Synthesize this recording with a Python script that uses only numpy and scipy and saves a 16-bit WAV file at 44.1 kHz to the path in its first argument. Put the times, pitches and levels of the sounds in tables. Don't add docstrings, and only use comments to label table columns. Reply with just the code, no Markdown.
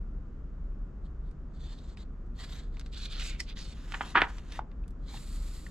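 import sys
import numpy as np
from scipy import signal
from scipy.fft import rfft, irfft, next_fast_len
from scipy.io import wavfile
from scipy.ndimage import uniform_filter1d, map_coordinates

SR = 44100
rng = np.random.default_rng(int(sys.argv[2]) if len(sys.argv) > 2 else 0)


def file_out(sig):
    cols = np.atleast_2d(sig).T
    lim = np.clip(cols, -1, 1)
    pcm = np.round(lim * 32767).astype(np.int16)
    wavfile.write(sys.argv[1], SR, pcm)


N = 251701


def amp(db):
    return 10 ** (np.asarray(db) / 20)


def unit(x):
    return x / np.sqrt(np.mean(x ** 2) + 1e-20)


def along(points, hz):
    f, v = np.transpose(points)
    return np.interp(np.log(hz + 1), np.log(f + 1), v)


def wobble(knots_per_s):
    knots = rng.standard_normal(int(N * knots_per_s / SR) + 4)
    return map_coordinates(knots, [np.arange(N) * knots_per_s / SR])


def filtered(x, response):
    n = x.shape[-1]
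    m = next_fast_len(n + SR // 4)
    return irfft(rfft(x, m) * response(np.fft.rfftfreq(m, 1 / SR)), m)[..., :n]


def resonance(f, hz, width_hz):
    return 1j * f * width_hz / (hz * hz - f * f + 1j * f * width_hz)


def add(track, start_s, sound):
    part = track[..., round(start_s * SR):][..., :sound.shape[-1]]
    part += sound[..., :part.shape[-1]]


def placed(pair, width, pan_db):
    mid, side = pair[0], width * pair[1]
    return np.array([mid + side, mid - side]) * amp([[pan_db / 2], [-pan_db / 2]])


# frequency in Hz, relative level in dB.
TONES = [(33.8, -3.5), (58, -11)]
# time in seconds, relative level in dB.
TONE_LEVEL = [(0, -37.5), (2.2, -40), (3.2, -35), (3.7, -45.5), (4.9, -43.5), (5.4, -35.5), (5.71, -40.5)]
# frequency in Hz, relative density in dB.
AIR_COLOUR = [(10, -22), (20, -8), (42, -1), (66, -9.5), (85, -16), (110, -20.5), (140, -15.5),
              (250, -22.5), (500, -34.5), (850, -43.5), (1300, -41), (2200, -57), (4000, -67),
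              (7400, -69.5), (9000, -85.5), (15000, -96.5)]
THROB_HZ, THROB_DB, THROB_CREST_S = 1.86, 3.5, 0.08


def ventilation():
    t = np.arange(N) / SR
    throb_db = THROB_DB * np.cos(2 * np.pi * THROB_HZ * (t - THROB_CREST_S))
    swell = amp(np.interp(t, *np.transpose(TONE_LEVEL)) + throb_db)
    hum = np.zeros(N)
    for hz, db in TONES:
        level = amp(db + 1.7 * wobble(8)) * np.sqrt(2)
        hum += level * np.sin(2 * np.pi * hz * t + 0.7 * wobble(4.1))
    hum *= swell
    noise = rng.standard_normal((2, N))
    air = amp(-42) * unit(filtered(noise, lambda f: amp(along(AIR_COLOUR, f))))
    scatter = filtered(air[1], lambda f: along([(30, 0.08), (150, 0.15), (1500, 0.57)], f))
    end_fade = np.minimum(np.minimum(t, t[-1] - t) / 0.006, 1)
    return end_fade * placed([hum + air[0], scatter], width=0.99, pan_db=0.5)


SHOULDER_DB = 20


def gains(row):
    start_s, hold_s, rise_s, fall_s, *levels_db = row
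    t = np.arange(N) / SR
    outside = np.maximum(np.maximum((start_s - t) / rise_s, (t - start_s - hold_s) / fall_s), 0)
    return [amp(db - SHOULDER_DB * np.minimum(outside, 3) ** 2) for db in levels_db]


def strokes(rows):
    return np.linalg.norm([gains(row) for row in rows], axis=0)


def friction(colour, grit, judder_db, patchy_db):
    grains = rng.standard_normal((2, N)) * np.exp(grit * wobble(2500))
    z = signal.stft(grains, nperseg=512)[2]
    field = uniform_filter1d(rng.standard_normal(z.shape[1:]), size=3, axis=0)
    field = uniform_filter1d(field, size=14, axis=1)
    grains = signal.istft(z * amp(patchy_db * unit(field)), nperseg=512)[1][:, :N]
    rub = unit(filtered(grains, lambda f: amp(along(colour, f))))
    return rub * amp(judder_db * (wobble(70) + wobble(21.99)))


# start in seconds, hold in seconds, rise in seconds, fall in seconds, relative level in dB.
FINGER_STROKES = [(1.058, 0.0036, 0.025, 0.023, -73.5), (1.265, 0.013, 0.046, .025, -78.5),
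                  (1.66, 0.068, .13, .06, -62), (1.79, .15, 0.05, 0.017, -67),
                  (1.985, 0.041, .02, 0.015, -62.5), (2.43, .01, 0.074, 0.052, -51),
                  (2.53, 0.0076, 0.087, 0.13, -51.5), (2.76, .11, .055, .07, -70),
                  (5.14, 0.033, .11, 0.028, -57)]
# frequency in Hz, relative density in dB.
SKIN_COLOUR = [(400, -18), (750, -3), (1050, -2), (1500, -4), (1950, -1.5), (2600, -9), (3500, 2.5),
               (4400, 1.5), (5500, -11), (7400, -7), (9000, -22.5), (13000, -36), (16000, -43.5)]
# frequency in Hz, relative density in dB.
SIZZLE_COLOUR = [(7000, -22), (9500, -0.5), (13000, 1), (15500, -28.5)]


def fingers():
    (press,) = strokes(FINGER_STROKES)
    rub = press * amp(1.6) * friction(SKIN_COLOUR, grit=0.23, judder_db=1.8, patchy_db=2.5)
    firm = press * np.sqrt(press / press.max())
    rub += firm * amp(-24) * friction(SIZZLE_COLOUR, grit=0.3, judder_db=1.1, patchy_db=6)
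    return placed(rub, width=0.35, pan_db=-1)


FUMBLE_FROM_S, FUMBLE_TO_S = 1.35, 2.3
FUMBLE_DB, FUMBLE_HZ = -58, 3400


def fumbles(count):
    rows = []
    for u, v, w in rng.random((count, 3)):
        start_s = FUMBLE_FROM_S + u * (FUMBLE_TO_S - FUMBLE_FROM_S)
        rows.append((start_s, FUMBLE_DB + 4 * (v - 0.5), FUMBLE_HZ * 2 ** (w - 0.5)))
    return rows


# start in seconds, relative peak in dB, centre in Hz.
SMALL_TICKS = [(1.313, -54, 4660), (1.972, -39.5, 2560), (2.77, -35.5, 2150), (2.796, -30.5, 4200),
               (2.812, -34, 2900), (2.862, -38, 3140), (2.929, -42, 4300), (3.167, -30, 3000),
               (3.197, -30, 3150), (3.922, -22, 2580), (4.209, -40.5, 6470), (4.384, -30, 2670),
               (4.522, -28, 3130), (4.716, -47, 1706), (4.88, -44, 5960), (4.907, -52, 7020)]


def ticks():
    out, t = np.zeros((2, N)), np.arange(SR // 12) / SR
    for start_s, db, hz in SMALL_TICKS + fumbles(count=6):
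        decay = amp(-60 * t / 0.0023) + amp(-11.5 - 60 * t / 0.043)
        burst = rng.standard_normal((2, len(t))) * decay
        soft = signal.butter(3, min(1.6 * hz, SR / 4), fs=SR, output="sos")
        tick = signal.sosfilt(soft, filtered(burst, lambda f: resonance(f, hz, 2.4 * hz)))
        add(out, start_s, amp(db - 4) * tick / np.abs(tick[0]).max())
    return placed(out, width=0.3, pan_db=-1.5)


# peak time in seconds, relative level in dB, rise in seconds, fall in seconds, centre in Hz.
SCRAPES = [(1.79, -56.5, .008, .005, 3860), (2.53, -67, .05, 0.026, 1040), (3.057, -39.5, .003, .003, 3600),
           (3.2, -43.5, 0.0037, .012, 3100)]
# centre in Hz, relative level in dB.
FLICK_BANDS = [(800, -49), (2080, -35), (5150, -33.5), (8050, -49.5)]
FLICK_S, FLICK_RISE_S, FLICK_FALL_S = 3.404, 0.0038, 0.0054


def scrapes():
    out, t = np.zeros((2, N)), np.arange(N) / SR
    flick = [(FLICK_S, db, FLICK_RISE_S, FLICK_FALL_S, hz) for hz, db in FLICK_BANDS]
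    for peak_s, db, rise_s, fall_s, hz in SCRAPES + flick:
        def band(f):
            narrow, broad = resonance(f, hz, 0.13 * hz), resonance(f, hz, 2 * hz)
            return narrow * broad / (1 + (f / 11000) ** 4)
        scrape = unit(filtered(rng.standard_normal((2, N)), band))
        out += amp(db) * scrape * np.exp(-np.maximum((peak_s - t) / rise_s, (t - peak_s) / fall_s))
    return placed(out, width=0.4, pan_db=-2.9)


# start in seconds, hold in seconds,
# rise in seconds, fall in seconds, relative rasp level in dB, relative hiss level in dB.
DRAG_TUGS = [(2.933, 0.023, 0.018, .03, -59, -65), (2.985, 0.066, 0.036, 0.035, -49, -58.5),
             (3.12, .015, 0.044, 0.054, -50, -63.5), (3.2, 0.055, 0.047, 0.12, -46.5, -54.5),
             (3.405, .004, 0.037, 0.059, -62, -62.5), (3.495, 0.0041, .036, 0.039, -51, -65),
             (3.576, 0.062, 0.021, 0.034, -51.5, -60), (3.675, .045, .04, .03, -58.5, -65)]
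# start in seconds, hold in seconds, rise in seconds, fall in seconds, relative level in dB.
EDGE_CATCHES = [(3.205, 0.06, 0.033, 0.13, -46), (3.495, .006, 0.036, .04, -53)]
# frequency in Hz, relative density in dB.
RASP_COLOUR = [(500, -15), (1000, -13), (1600, -7), (2000, -9.5), (2400, -6), (2850, -2), (3100, -4),
               (3500, -1.5), (4200, -1), (4900, -7.5), (5600, -16.5), (9000, -40.5)]
HISS_COLOUR = [(2500, -32.5), (4300, -1), (5200, -0.5), (6100, -2), (7400, -2), (9000, -13), (13000, -28.5),
               (15500, -42.5)]
COARSE_COLOUR = [(600, -41), (1100, -13), (1550, -3), (1900, -7), (2150, 4), (2850, -0.5), (3700, -2.5),
                 (4600, -33), (7000, -38.5)]


def dragging():
    rasp, hiss = strokes(DRAG_TUGS)
    (catch,) = strokes(EDGE_CATCHES)
    drag = rasp * amp(1.14) * friction(RASP_COLOUR, grit=0.39, judder_db=1.46, patchy_db=3)
    drag += hiss * amp(1.7) * friction(HISS_COLOUR, grit=0.25, judder_db=2.8, patchy_db=4)
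    drag += catch * amp(-2) * friction(COARSE_COLOUR, grit=0.3, judder_db=0.1, patchy_db=2)
    return placed(drag, width=0.35, pan_db=-3)


# start in seconds, hold in seconds, rise in seconds, fall in seconds, relative level in dB.
SWING_STROKES = [(3.78, .06, 0.06, 0.11, -66), (3.93, 0.18, .11, 0.051, -59), (4.21, 0.12, .01, .18, -65.5),
                 (4.49, .03, 0.064, .03, -67), (4.524, 0.042, .012, 0.044, -60.5)]
# frequency in Hz, relative density in dB.
SWISH_COLOUR = [(300, -14.5), (700, -3), (1100, -2), (1750, -3), (2400, -6), (3100, -3), (4300, -8),
                (5400, -11.5), (7100, -11.5), (8600, -21.5), (10500, -26), (13000, -31), (15000, -48)]


def swinging():
    (swing,) = strokes(SWING_STROKES)
    leaf = swing * amp(8) * friction(SWISH_COLOUR, grit=0.26, judder_db=1.44, patchy_db=2.5)
    return placed(leaf, width=0.3, pan_db=-0.91)


# frequency in Hz, width in Hz, relative level in dB.
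SHEET_MODES = [(285, 110, -9.5), (783, 76, -2), (945, 84, 1), (1230, 140, 1.5), (1550, 210, 1),
               (1880, 230, -1.5), (2350, 270, -7), (3160, 750, -13)]


def sheet(f):
    return sum((-1) ** k * amp(db) * resonance(f, hz, width_hz)
               for k, (hz, width_hz, db) in enumerate(SHEET_MODES))


# start in seconds, hold in seconds, rise in seconds, fall in seconds, relative level in dB.
CREASE_RUNS = [(3.941, 0.0066, .004, .012, -35.5), (4.011, .003, .003, .016, -38),
               (4.157, 0.023, .01, 0.025, -23), (4.21, .021, .02, .028, -31.5)]
POPS_PER_S, POP_SCATTER_DB, CRUMPLE_EDGE_HZ = 2800, 3, 4030
BELLY_HZ, BELLY_WIDTH_HZ, BELLY_DB = 220, 380, -22.5


def crumples():
    (effort,) = strokes(CREASE_RUNS)
    pops = (rng.random((2, N)) < POPS_PER_S / SR) * np.sign(rng.standard_normal((2, N)))
    pops = pops * amp(POP_SCATTER_DB * rng.standard_normal((2, N)))

    def bright_sheet(f):
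        return sheet(f) * np.sqrt(1 + f / 3000) / np.sqrt(1 + (f / CRUMPLE_EDGE_HZ) ** 8)
    ring = unit(filtered(pops, bright_sheet))
    belly = unit(filtered(pops, lambda f: resonance(f, BELLY_HZ, BELLY_WIDTH_HZ) ** 2))
    return placed(effort * (ring + amp(BELLY_DB) * belly), width=0.27, pan_db=-1.8)


def pop(t, hz, t60_s, attack_s):
    wave = np.sin(2 * np.pi * hz * t) * amp(-60 * t / t60_s) * (1 - np.exp(-(t / attack_s) ** 2))
    return wave / np.abs(wave).max()


# start in seconds, relative peak in dB, pop frequency in Hz,
# t60 of the pop in seconds, ring relative to that peak in dB.
SHEET_BUCKLES = [(3.944, -20, 2560, 0.0017, -11.5), (4.008, -20.5, 815, .014, -7),
                 (4.154, -6.5, 1250, .013, -14.5), (4.173, -9, 1805, 0.0056, -11),
                 (4.180, -11, 1304, 0.0079, -9), (4.2183, -2.5, 2100, 0.0023, -15.5)]


def buckles():
    out, t = np.zeros((2, N)), np.arange(SR // 4) / SR
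    for start_s, db, hz, t60_s, ring_db in SHEET_BUCKLES:
        crackle = rng.standard_normal((2, len(t))) * np.exp(0.5 * wobble(900)[:len(t)])
        rattle = unit(filtered(crackle, lambda f: sheet(f) / np.sqrt(1 + (f / 4200) ** 8)))
        flutter = unit(filtered(crackle, lambda f: sheet(f) / (1 + (f / 2200) ** 3)))
        ring = rattle * amp(-60 * t / 0.034) + flutter * amp(-17.5 - 60 * t / 0.29)
        add(out, start_s, amp(db + ring_db) * ring * (1 - np.exp(-t / 0.00049)))
        add(out[0], start_s, amp(db - 3.5) * pop(t, hz, t60_s, attack_s=0.09 * t60_s))
    return placed(out, width=0.17, pan_db=-1.3)


# start in seconds, relative peak in dB, pitch in Hz, t60 of the pop in seconds.
PAGE_TAPS = [(4.591, -21.5, 854, 0.014), (4.838, -57, 2560, 0.013), (5.142, -42.5, 836, .025),
             (5.173, -46, 2760, 0.013), (5.665, -40, 1870, 0.013)]


def taps():
    out, t = np.zeros((2, N)), np.arange(SR // 12) / SR
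    for start_s, db, hz, t60_s in PAGE_TAPS:
        decay = amp(-60 * t / 0.025) + amp(-13 - 60 * t / 0.13)
        burst = rng.standard_normal((2, len(t))) * decay
        crack = filtered(burst, lambda f: resonance(f, hz, 1.36 * hz) ** 2 / (1 + 1j * f / 4500) ** 2)
        add(out, start_s, amp(db - 6.5) * crack / np.abs(crack[0]).max())
        add(out[0], start_s, amp(db) * pop(t, hz, t60_s, attack_s=0.0012))
    return placed(out, width=0.23, pan_db=0.4)


# start in seconds, hold in seconds, rise in seconds, fall in seconds, relative level in dB.
PALM_STROKES = [(5.16, 0.37, 0.092, 0.3, -57.5)]
# frequency in Hz, relative density in dB.
SWEEP_COLOUR = [(500, -20), (800, -8.5), (1250, 0.5), (1650, -6), (2000, -2.5), (2500, -5), (3400, -2.5),
                (4400, 1.5), (6200, -7.5), (7500, 1.5), (8400, -6), (12500, -14.5), (14000, -19),
                (15500, -32)]


def palm():
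    (press,) = strokes(PALM_STROKES)
    sweep = press * amp(1) * friction(SWEEP_COLOUR, grit=0.23, judder_db=0.9, patchy_db=0.5)
    return placed(sweep, width=0.3, pan_db=-1.4)


# frequency in Hz, t60 in seconds.
ROOM_T60 = [(200, 0.37), (1500, 0.15), (5000, 0.15), (12000, 0.058)]


def room(x):
    hz, t, z = signal.stft(rng.standard_normal((2, SR // 2)), SR, nperseg=256)
    decay = amp(-60 * t / along(ROOM_T60, hz)[:, None])
    tail = signal.istft(z * decay, SR, nperseg=256)[1]
    return signal.fftconvolve(x, tail / np.linalg.norm(tail[0]), axes=1)[:, :N]


# frequency in Hz, share.
SIDE_SHARE = [(200, .5), (1200, .7), (4500, 0.96), (7000, .6)]
# frequency in Hz, phase in radians.
RIGHT_LEAD = [(60, 0.2), (800, 0.098), (1800, 0.52), (3200, 0.7), (5500, 1.57), (6400, 0.97), (10000, 0)]


def scene():
    air = ventilation()
    rubbing = fingers() + dragging() + swinging() + palm()
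    left, right = rubbing + ticks() + scrapes() + crumples() + buckles() + taps()
    mid = (left + right) / 2
    side = filtered((left - right) / 2, lambda f: along(SIDE_SHARE, f))
    sides = np.array([mid + side, mid - side])
    half_turn = np.array([[-0.5j], [0.5j]])
    book = filtered(sides, lambda f: np.exp(half_turn * along(RIGHT_LEAD, f)))
    return book + amp(-17) * room(book) + air


TOP_HZ = 15300


def record(dry):
    return filtered(dry, lambda f: f < TOP_HZ)


dry = scene()
out = record(dry)
file_out(out)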